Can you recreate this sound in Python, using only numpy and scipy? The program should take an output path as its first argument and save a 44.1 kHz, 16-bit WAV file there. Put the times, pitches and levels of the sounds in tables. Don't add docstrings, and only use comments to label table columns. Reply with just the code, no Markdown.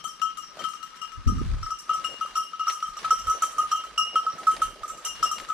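import sys
import numpy as np
from scipy import signal
from scipy.io import wavfile
from scipy.ndimage import uniform_filter1d, map_coordinates

SR = 44100
rng = np.random.default_rng(int(sys.argv[2]) if len(sys.argv) > 2 else 0)


def output_pcm(signal):
    pcm = np.clip(np.atleast_2d(signal).T, -1, 1) * 32767
    wavfile.write(sys.argv[1], SR, np.round(pcm).astype(np.int16))


N = 243954

# time in seconds, left level over right level in dB (for the bell's hum).
PATH = [(0, 11), (.5, 12.5), (1.3, 8), (2.1, 4), (2.6, 4.5), (3.1, 0), (4.1, 0), (4.85, -3), (5.2, 4),
        (5.53, 4)]


def amp(db):
    return 10 ** (np.asarray(db) / 20)


def evened(x):
    return x / np.sqrt(np.mean(x ** 2) + 1e-20)


def read(points, hz):
    f, value = np.transpose(points)
    return np.interp(np.log(hz + 1), np.log(f + 1), value)


def curves(rows):
    s, *columns = np.transpose(rows)
    return [np.interp(np.arange(N) / SR, s, column) for column in columns]


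def add(mix, s, sound):
    part = mix[..., max(round(s * SR), 0):][..., :sound.shape[-1]]
    part += sound[..., :part.shape[-1]]


def panned(pan_db):
    return amp(np.array([pan_db / 2, -pan_db / 2]))


def band(x, lo_hz, hi_hz):
    return signal.sosfilt(signal.butter(2, [lo_hz, hi_hz], "band", fs=SR, output="sos"), x)


def swell(s, length, rise):
    edge_db = 14
    t = np.arange(N) / SR - s
    rise = np.clip(rise, .05, .95)
    away = np.where(t < 0, -t / rise, t / (1 - rise))
    return amp(-edge_db * away / max(length, .01))


def hiss(spectrum, patchy_db, size=512):
    # frequency in Hz, likeness from 0 to 1.
    likeness = [(100, .2), (300, 0.87), (700, 0.97), (2000, 0.55), (5000, 0.088), (10000, 0.067)]
    frames, hz = 4 * N // size + 5, np.fft.rfftfreq(size, 1 / SR)
    a, b, c, d, patches = rng.standard_normal((frames, len(hz), 5)).T
    patches = uniform_filter1d(patches, size=6, axis=0)
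    patches = evened(uniform_filter1d(patches, size=10, axis=1))
    same = np.clip(read(likeness, hz), -1, 1)[:, None]
    left = a + 1j * b
    right = same * left + np.sqrt(1 - same ** 2) * (c + 1j * d)
    both = np.array([left, right]) * amp(read(spectrum, hz)[:, None] + patchy_db * patches)
    return signal.istft(both, nperseg=size, noverlap=3 * size // 4)[1][:, :N]


def air():
    # frequency in Hz, relative level in dB per Hz.
    hush_color = [(20, 8), (50, -10), (100, -41), (160, 2), (250, 7.5), (500, 6.5), (800, -8), (2000, 2.5),
                  (4000, 1), (6000, 5), (10000, -37), (13000, -36), (15500, -41)]
    hush = hiss(hush_color, patchy_db=-0.5, size=1024)
    return amp(-67.5) * hush / np.std(band(hush, 1500, 2600))


def wind():
    # time in seconds, level in dB, flutter level above that in dB,
    # left level over right level in dB.
    gust = [(1.0, -70, 2, -2), (1.14, -59, -24, 5), (1.19, -33, -33, 4), (1.24, -52, -23, -1),
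            (1.255, -42, -12, 12), (1.27, -12.5, -9, 1.5), (1.32, -27.5, -0.5, 0), (1.43, -26.5, -5, -5.5),
            (1.54, -24.5, -39, 8), (1.62, -33.5, -32, -8.5), (1.77, -63, -19, -12), (1.9, -90, -12, 0)]
    # time of the peak in seconds, length in seconds, level in dB,
    # flutter level above that in dB, left level over right level in dB.
    short_puffs = [(0.053, 0.083, -74, 5, -1), (0.512, 0.085, -79, -1.5, 3), (0.651, 0.098, -85, -2, -5),
                   (2.02, .3, -59.5, -1, 0), (2.337, 0.15, -59, -18, 1), (2.69, .12, -71, -8, -13),
                   (2.914, 0.092, -54, -13, 1.5), (3.086, 0.12, -51, 1, -1), (3.195, .1, -60, -8, 6),
                   (3.279, 0.092, -36, -24, 6), (3.665, .3, -56.5, -8.5, -5), (3.93, 0.13, -63, -24, -3),
                   (4.056, 0.58, -62, -17, 1), (4.662, 0.15, -41.5, -10, -0.5),
                   (4.824, 0.034, -46, -25, 1.5), (4.93, 0.086, -52, -19, 1.5), (5.224, 0.23, -50, -9, -3),
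                   (5.44, 0.069, -53, -24, -3), (5.53, 0.093, -61, 2, -7)]
    puff_rise = 0.58
    quick_share = 0.29
    calm_flutter_db = -73

    level_db, flutter_db, pan_db = curves(gust)
    level = amp(level_db) * panned(pan_db)
    fast = level * amp(flutter_db)
    for s, length, db, fast_db, side_db in short_puffs:
        puff = amp(db) * panned(side_db)[:, None] * swell(s, length, puff_rise)
        level, fast = level + puff, fast + puff * amp(fast_db)

    raw = rng.standard_normal((3, N))
    raw = raw[:2] + 0.39 * raw[2]
    lumps = amp(6.4 * evened(band(rng.standard_normal(N), 15.4, 39.6)))
    strong = np.clip((20 * np.log10(level.mean(0)) + 63) / 18, 0, 1)
    slow = evened(band(band(raw, 27.6, 59.3), 28.7, 61))
    quick = evened(band(raw, 52, 102))
    murmur = evened(band(band(raw, 144, 227), 130, 470))
    flutter = evened(murmur * lumps)
    push = np.sqrt(1 - quick_share * strong) * slow + np.sqrt(quick_share * strong) * quick
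    push = 1.6 * np.tanh(.8 * push)
    return level * push + fast * flutter + amp(calm_flutter_db) * murmur


def leaves():
    # time in seconds, fizz level in dB, low crunch above that in dB
    rustle = [(0, -61.5, -9), (.3, -58.5, -25), (.8, -57.5, -22), (1.0, -54.5, -1), (1.22, -58.5, -18),
              (1.5, -50.5, 5.5), (1.8, -58, 0), (2.0, -52, 13.5), (2.25, -51.5, 4), (2.5, -57.5, 3),
              (2.9, -54.5, -2), (3.3, -49.5, 10.5), (3.65, -50.5, 6.5), (3.9, -53.5, 6.5), (4.3, -56, 8),
              (4.75, -54.5, 13.5), (5.1, -52.5, 9), (5.53, -50, 9.5)]
    # time of the peak in seconds, length in seconds, fizz level in dB,
    # low crunch above that in dB (before the same gains).
    treads = [(.01, 0.024, -50.5, 7.5), (0.61, 0.1, -50.5, 19), (0.645, .08, -43.5, -12),
              (1.915, .1, -49, 10), (2.06, 0.062, -47, -5), (2.37, 0.081, -48, 0),
              (2.717, 0.14, -44.5, -21), (3.053, 0.1, -39, 8.5), (3.113, 0.1, -42.5, -14),
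              (3.436, 0.036, -37.5, 8), (3.721, 0.06, -41, -8), (4.164, 0.079, -47, -12),
              (4.494, 0.65, -49, 13.5), (4.628, 0.19, -45, 7), (5.071, 0.065, -42, 8.5),
              (5.25, 0.13, -43.5, 9.5), (5.404, 0.064, -58, -9)]
    # frequency in Hz, relative level in dB per Hz.
    fizz_color = [(500, -111), (900, 8.5), (1700, 7), (2500, 2.5), (4000, 2.5), (6000, -4), (10000, -11),
                  (13500, -28), (15500, -40)]
    # frequency in Hz, relative level in dB per Hz.
    crunch_color = [(90, -50), (150, 0), (250, 1.5), (600, 6.5), (900, -0.5), (1400, -27.5)]
    tread_rise = 0.7
    brush_pan = 0.19

    level_db, crunch_db = curves(rustle)
    dry_power, low_power = amp(2 * level_db), amp(2 * (level_db + crunch_db))
    for s, length, db, low_db in treads:
        power = (amp(db) * swell(s, length, tread_rise)) ** 2
        dry_power = dry_power + power
        low_power = low_power + power * amp(2 * low_db)

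    crack_sizes = amp(3.1 * np.minimum(rng.exponential(1, N), 5))
    cracks = crack_sizes * (rng.random(N) < 700 / SR)
    grain = evened(.9 + evened(signal.lfilter([1], [1, -.99], cracks)))
    fizz = hiss(fizz_color, patchy_db=1.5, size=256)
    fizz /= np.std(band(fizz, 3400, 5200))
    crunch = evened(hiss(crunch_color, patchy_db=4.5))
    fizz_part = amp(-4.5) * np.sqrt(dry_power) * fizz * grain
    crunch_part = amp(-6.0) * np.sqrt(low_power) * crunch * (0.37 + 0.13 * grain)
    return panned(brush_pan * curves(PATH)[0]) * (fizz_part + crunch_part)


def twigs():
    # start in seconds, strength in dB before the fades, pitch in Hz,
    # left level over right level in dB.
    snaps = [(0.042, -34.5, 740, 2), (0.197, -32.5, 2250, -2), (.571, -32, 620, -3), (.620, -29, 1980, 4),
             (2.041, -27.5, 2120, 4), (2.141, -36, 530, -1), (2.250, -37, 570, 1), (2.698, -20, 1970, -3),
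             (2.705, -28, 2200, 15), (2.803, -30, 4500, -2), (2.990, -28.5, 3070, -7),
             (3.049, -26, 2160, -10), (3.083, -35, 2490, 6), (3.129, -32.5, 493, -2),
             (4.432, -29.5, 1920, 1), (4.566, -24, 4050, -1), (5.383, -22, 5000, 0), (5.4, -24.5, 4080, 5)]
    out, t = np.zeros((2, N)), np.arange(600) / SR
    puffs = band(rng.standard_normal((len(snaps), 600)), 540, 4300)
    for (s, db, hz, pan_db), puff in zip(snaps, puffs):
        tone = np.sin(2 * np.pi * hz * t) * np.exp(-t * hz / 1.66)
        snap = tone + 0.73 * puff * np.exp(-t / 0.0047)
        onset = 1 - np.exp(-t / 0.00031)
        add(out, s, amp(db) * panned(pan_db)[:, None] * snap * onset)
    return out


def bell():
    # time in seconds, upper hum level in dB, then levels above that in dB of the
    # lower hum, third mode, fourth mode, 5.5 kHz pair and treble modes, and last the upper hum's time to
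    # fall 60 dB in seconds (at least 0.03 is used), short when fur touches the bell.
    strikes = [(.0024, -37.5, -4, -26, -16, -14, -22, 0.075), (0.0426, -29, -1.5, -19, -15, -23, -10, 0.2),
               (0.0794, -28, -3, -52, -33, -13.5, -18.5, 0.1),
               (0.2184, -15.5, -15, -23, -24, -21.5, -25, 0.19),
               (.374, -28, -0.5, -24, -25.5, -14.5, -14.5, 0.09),
               (0.4265, -42, 1, -17, -19, 3.2, -22, 0.27), (0.5938, -32, -1.5, -18, -11, -16, -16, 0.1),
               (0.6417, -17, -12, -33.5, -26, -27.5, -27, 0.11),
               (0.6883, -28, -2.5, -39, -14, -27, -16.5, 0.07),
               (.7372, -28, 0, -29, -18.5, -25, -25, 0.073), (0.83, -27.5, -30, -24, -29, -17, -20, 0.075),
               (0.9618, -36, -14, -22, -21, -12, -18.5, 0.13),
               (1.0171, -25, -7.5, -15.5, -25.5, -19, -23, 0.16),
               (1.1214, -31, -28, -42, -46, -19.5, -24, .11), (1.277, -25.5, 1, -24, -28, -12.5, -17, 0.16),
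               (1.3837, -33.5, 3.5, -19.5, -26, -22, -21, .11),
               (1.6309, -20.5, -27, -36, -35, -21, -31, 0.043),
               (1.6646, -20.5, -24, -53, -38, -23, -32, 0.13),
               (1.7067, -17, -9, -30, -39, -23.5, -29.5, 0.1), (1.7891, -41, -3, -16, -47, -7, -2, 0.14),
               (1.8952, -15, -4, -27, -32.5, -29, -34, 0.14),
               (1.9363, -17.5, -14.5, -59, -52, -21.5, -24, 0.22),
               (2.0465, -17, -33, -11.5, -29, -18, -24, 0.079),
               (2.2121, -15, -13, -27, -34, -32.5, -34, 0.092),
               (2.2618, -21.5, 0, -62, -62, -34, -30, 0.024),
               (2.3565, -14.5, -16, -19.5, -24.5, -20.5, -26, 0.093),
               (2.3675, -14, -11, -28, -58, -26, -24.5, 0.15), (2.4354, -33, -2, -33, -36, -8.5, -20, 0.1),
               (2.5346, -23.5, -11, -27, -27, -25, -38, 0.095),
               (2.597, -19.5, -7, -13.5, -28, -23.5, -30.5, 0.19),
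               (2.6708, -15, -2.5, -28, -56, -22, -32, 0.084),
               (2.6815, -6.5, -22, -33, -31.5, -19.5, -33.5, 0.059),
               (2.723, -38.5, 5, -25, -19, -21, -0.5, 0.66),
               (2.827, -14, -9.5, -37, -24.5, -28.5, -34, 0.08),
               (2.8704, -34, 3.5, -25, -6, -17, -15.5, 0.27), (2.97, -22, 3, -22.5, -26, -22.5, -26, 0.05),
               (3.047, -8.5, -19, -42, -50, -44, -44, 0.07),
               (3.108, -1.5, -15.5, -36, -38, -29.5, -35, 0.081),
               (3.19, -30.5, -10, -15, -22, -4, -11.5, 0.16), (3.239, -26, -22, -29, -33, -15, -25, 0.079),
               (3.2712, -10.5, -18, -34, -31, -29, -31, 0.14), (3.299, -12, -13, -29, -43, -24.5, -24, .14),
               (3.4232, -8.5, -5.5, -34, -32, -32, -21, 0.082), (3.5179, -40, -2, -33, -37, -22, -5, 1),
               (3.5834, -22.5, 9, -18, -18.5, -13, -16, 0.24),
               (3.7167, -17.5, 5.5, -19.5, -12, -14, -20.5, 0.17),
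               (3.76, -21.5, -19, -10, -30, -39, -24, 0.19),
               (3.8394, -16.5, -24, -33, -50, -33, -33, 0.058),
               (3.9795, -17, -4, -3, -25.5, -10.5, -17.5, 0.23),
               (4.1583, -5.5, -19, -28.5, -28, -32.5, -36, 0.12),
               (4.1973, -27, 1, -58, -36, -30, -36, 0.089), (4.2665, -12.5, -36, -40, -54, -44, -41, 0.1),
               (4.3017, -24, 1, -26, -39, -24, -38, 0.034), (4.3839, -28, -11, -26, -35, -29, -20.5, 0.1),
               (4.4709, -9, -15, -38, -36, -31.5, -33, 0.18),
               (4.5136, -19.5, -28, -24.5, -33, -36, -22.5, 0.16),
               (4.6199, -3, -45, -33.5, -35.5, -45, -32.5, 0.066),
               (4.835, -20.5, 3.5, -43, -50, -33, -29.5, 0.062), (4.88, -32, -4, -33, -36, -24, -9, 0.13),
               (4.8983, -23.5, -26, -24, -38, -37, -22, 0.086), (4.9752, -45, 1, -17, -20, -17, -2, 0.23),
               (5.0508, -30.5, -10, -1, -16, 3, 1.5, 0.29), (5.0594, -16, -15, -20.5, -27, -39, -29, 0.093),
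               (5.2294, -7.5, -7, -23, -35, -20.5, -25, 0.079),
               (5.264, -15.5, -7, -19.5, -27, -30, -32, 0.073),
               (5.3149, -18, 2, -28, -27, -22, -17.5, 0.079),
               (5.3974, -29.5, -12, -54, -36, -30, -18, 0.085), (5.4886, -27, -2, -46, -37, -33, -20, 0.72),
               (5.5032, -14, -5.5, -51.5, -38.5, -43, -45, 0.052)]
    # frequency in Hz, level within its family in dB,
    # time to fall 60 dB in seconds (before a factor of 0.96).
    upper_modes = [
        [(2860, 0, .5)],
        [(3133, 0, .45), (4190, -16, .2)],
        [(5450, -3, .42), (5691, -3, .35)],
        [(5923, -2, .26), (6215, -6, .24), (6290, -7, .24), (6580, -15, .2), (6880, -14, .2)],
        [(7210, -8, .24), (7270, -6, .22), (7531, -5, .22), (7800, -13, .2), (8030, -9, .26), (8625, -10, .26),
         (8835, -10, .26), (9212, -9, .28)],
        [(10390, -3, .21), (10700, -7, .19), (11050, -4, .21), (11480, -5, .21), (11680, -6, .19),
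         (12050, -6, .19), (12460, -6, .19), (12930, -6, .19), (13200, -5, .17)],
    ]
    hum_pair = [1292, 1241]
    # time in seconds, heard pitch of the third mode in Hz.
    heard_pitch = [(0, 2862), (.4, 2868), (.8, 2856), (1.1, 2854), (1.6, 2853), (2.1, 2852), (2.6, 2858),
                   (3.2, 2865), (3.6, 2860), (4.0, 2863), (4.3, 2865), (4.7, 2848), (5.1, 2843),
                   (5.3, 2852), (5.53, 2851)]
    # frequency in Hz, relative level in dB per Hz.
    clash_color = [(2000, -7), (4500, 10), (6500, -18), (9000, 1), (11000, -10), (13500, -53), (15500, -26)]
    treble_offsets = [-1, 0.5, -11]
    sway_depths = [0.28, 0.8, 1.1]
    tick_db, tick_per_db = -33.5, 0.5
    middle_pan_share, treble_pan_share = 1.78, 0.26
    lower_ring = 1.46

    family = np.repeat(np.arange(8), [1, 1, *map(len, upper_modes)])
    hz, db, t60 = np.transpose([(f, 0, 1) for f in hum_pair] + sum(upper_modes, []))
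    hum = family < 2
    travel = np.cumsum(curves(heard_pitch)[0] / hz[2]) / SR
    step = 16
    t = np.arange(1400) * step / SR
    rings = np.zeros((len(hz), N // step + 1), complex)
    clash, tick = np.zeros((2, N // step + 1))
    rise_s = np.where(hum, .003, .0015)[:, None]
    chance = rng.standard_normal((len(strikes), 2 * len(hz)))
    for (s, hum_db, *lower_db, treble_db, hum_t60), draw in zip(strikes, chance):
        at = max(round((s - .0025) * SR / step), 0)
        u = t[:len(clash) - at]
        now = slice(at, at + len(u))
        rest_db = [*lower_db, *(treble_db + np.array(treble_offsets))]
        level_db = hum_db + np.array([0, *rest_db])[family] + db
        level_db = level_db + 2.94 * draw[:len(hz)] * (family > 3)
        start = np.exp(.3j * draw[len(hz):] - 2j * np.pi * hz * travel[at * step])
        decay = np.where(hum, max(hum_t60, .03) * lower_ring ** family, 0.96 * t60)
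        rise = 1 - np.exp(-u / rise_s)
        rise[:2] **= 2
        rings[:2, now] *= 1 - 0.67 * rise[0]
        rings[:, now] += start[:, None] * rise * amp(level_db[:, None] - 60 * u / decay[:, None])
        clash[now] += amp(hum_db + rest_db[-1] - 6 - 60 * u / .17)
        tick[now] += amp(tick_per_db * hum_db + tick_db - 60 * u / .014)

    scrape = uniform_filter1d(rng.standard_normal((4, len(clash))), size=60, axis=1)
    rings[:2] += amp(-55.5) * (evened(scrape[:2]) + 1j * evened(scrape[2:]))

    hum_pan, middle_pan, treble_pan = np.outer([1, middle_pan_share, treble_pan_share], curves(PATH)[0])
    fine, coarse = np.arange(N) / step, np.arange(len(clash))
    clash_noise = evened(hiss(clash_color, patchy_db=8.0, size=256))
    out = clash_noise * np.interp(fine, coarse, clash) * panned(treble_pan)
    tick_noise = evened(band(rng.standard_normal(N), 1500, 6000))
    out += tick_noise * np.interp(fine, coarse, tick) * panned(middle_pan)
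    for f, k, ring in zip(hz, family, rings):
        span = [60, 60, 56, 56, 30, 16, 12, 8][k]
        sway = uniform_filter1d(rng.standard_normal((6, len(ring))), span)
        sway = evened(uniform_filter1d(sway, span))
        depth = sway_depths[(k > 1) + (k > 3)]
        apart = np.clip(0.42 + f / 10000, 0, 1)
        shared = np.sqrt(1 - apart ** 2) * (sway[0] + 1j * sway[1])
        separate = apart * (sway[2:4] + 1j * sway[4:])
        lobes = 1 + depth * (shared + separate)
        lobes /= np.sqrt(1 + 2 * depth ** 2)
        turn = np.exp(2j * np.pi * f * travel)
        pan_db = hum_pan if k < 2 else middle_pan if k < 4 else treble_pan
        out += panned(pan_db) * [(np.interp(fine, coarse, ring * lobe) * turn).imag for lobe in lobes]
    return out


def ports(x):
    return np.array([map_coordinates(x[0], [np.arange(N) - 2.2], order=3), x[1]])


def trees(x):
    # frequency in Hz, time to fall 60 dB in seconds.
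    scatter = [(500, 0.13), (1300, 0.28), (3000, 0.17), (6000, 0.38), (12000, 0.35)]
    taps = np.zeros((2, SR // 2))
    at = np.arange(200, SR // 2 - 40, 40)
    at = at + rng.integers(0, 40, (2, len(at)))
    np.put_along_axis(taps, at, rng.choice([-1., 1.], at.shape), 1)
    taps[1] = 0.38 * taps[0] + 1.38 * taps[1]
    hz, t, z = signal.stft(taps, SR, nperseg=256)
    fading = z * amp(-60 * t / read(scatter, hz)[:, None])
    tail = signal.istft(fading, SR, nperseg=256)[1]
    return signal.fftconvolve(x[None], tail / np.linalg.norm(tail[0]), axes=1)[:, :N]


def scene():
    ring = bell()
    echoes = amp(-10.0) * trees(ring.mean(0))
    return ports(ring) + echoes + leaves() + twigs() + wind() + air()


def record(dry):
    low_pass = signal.firwin(1023, 15550, window=("kaiser", 9), fs=SR)
    return signal.oaconvolve(dry, low_pass[None], "same")


dry = scene()
out = record(dry)
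output_pcm(out)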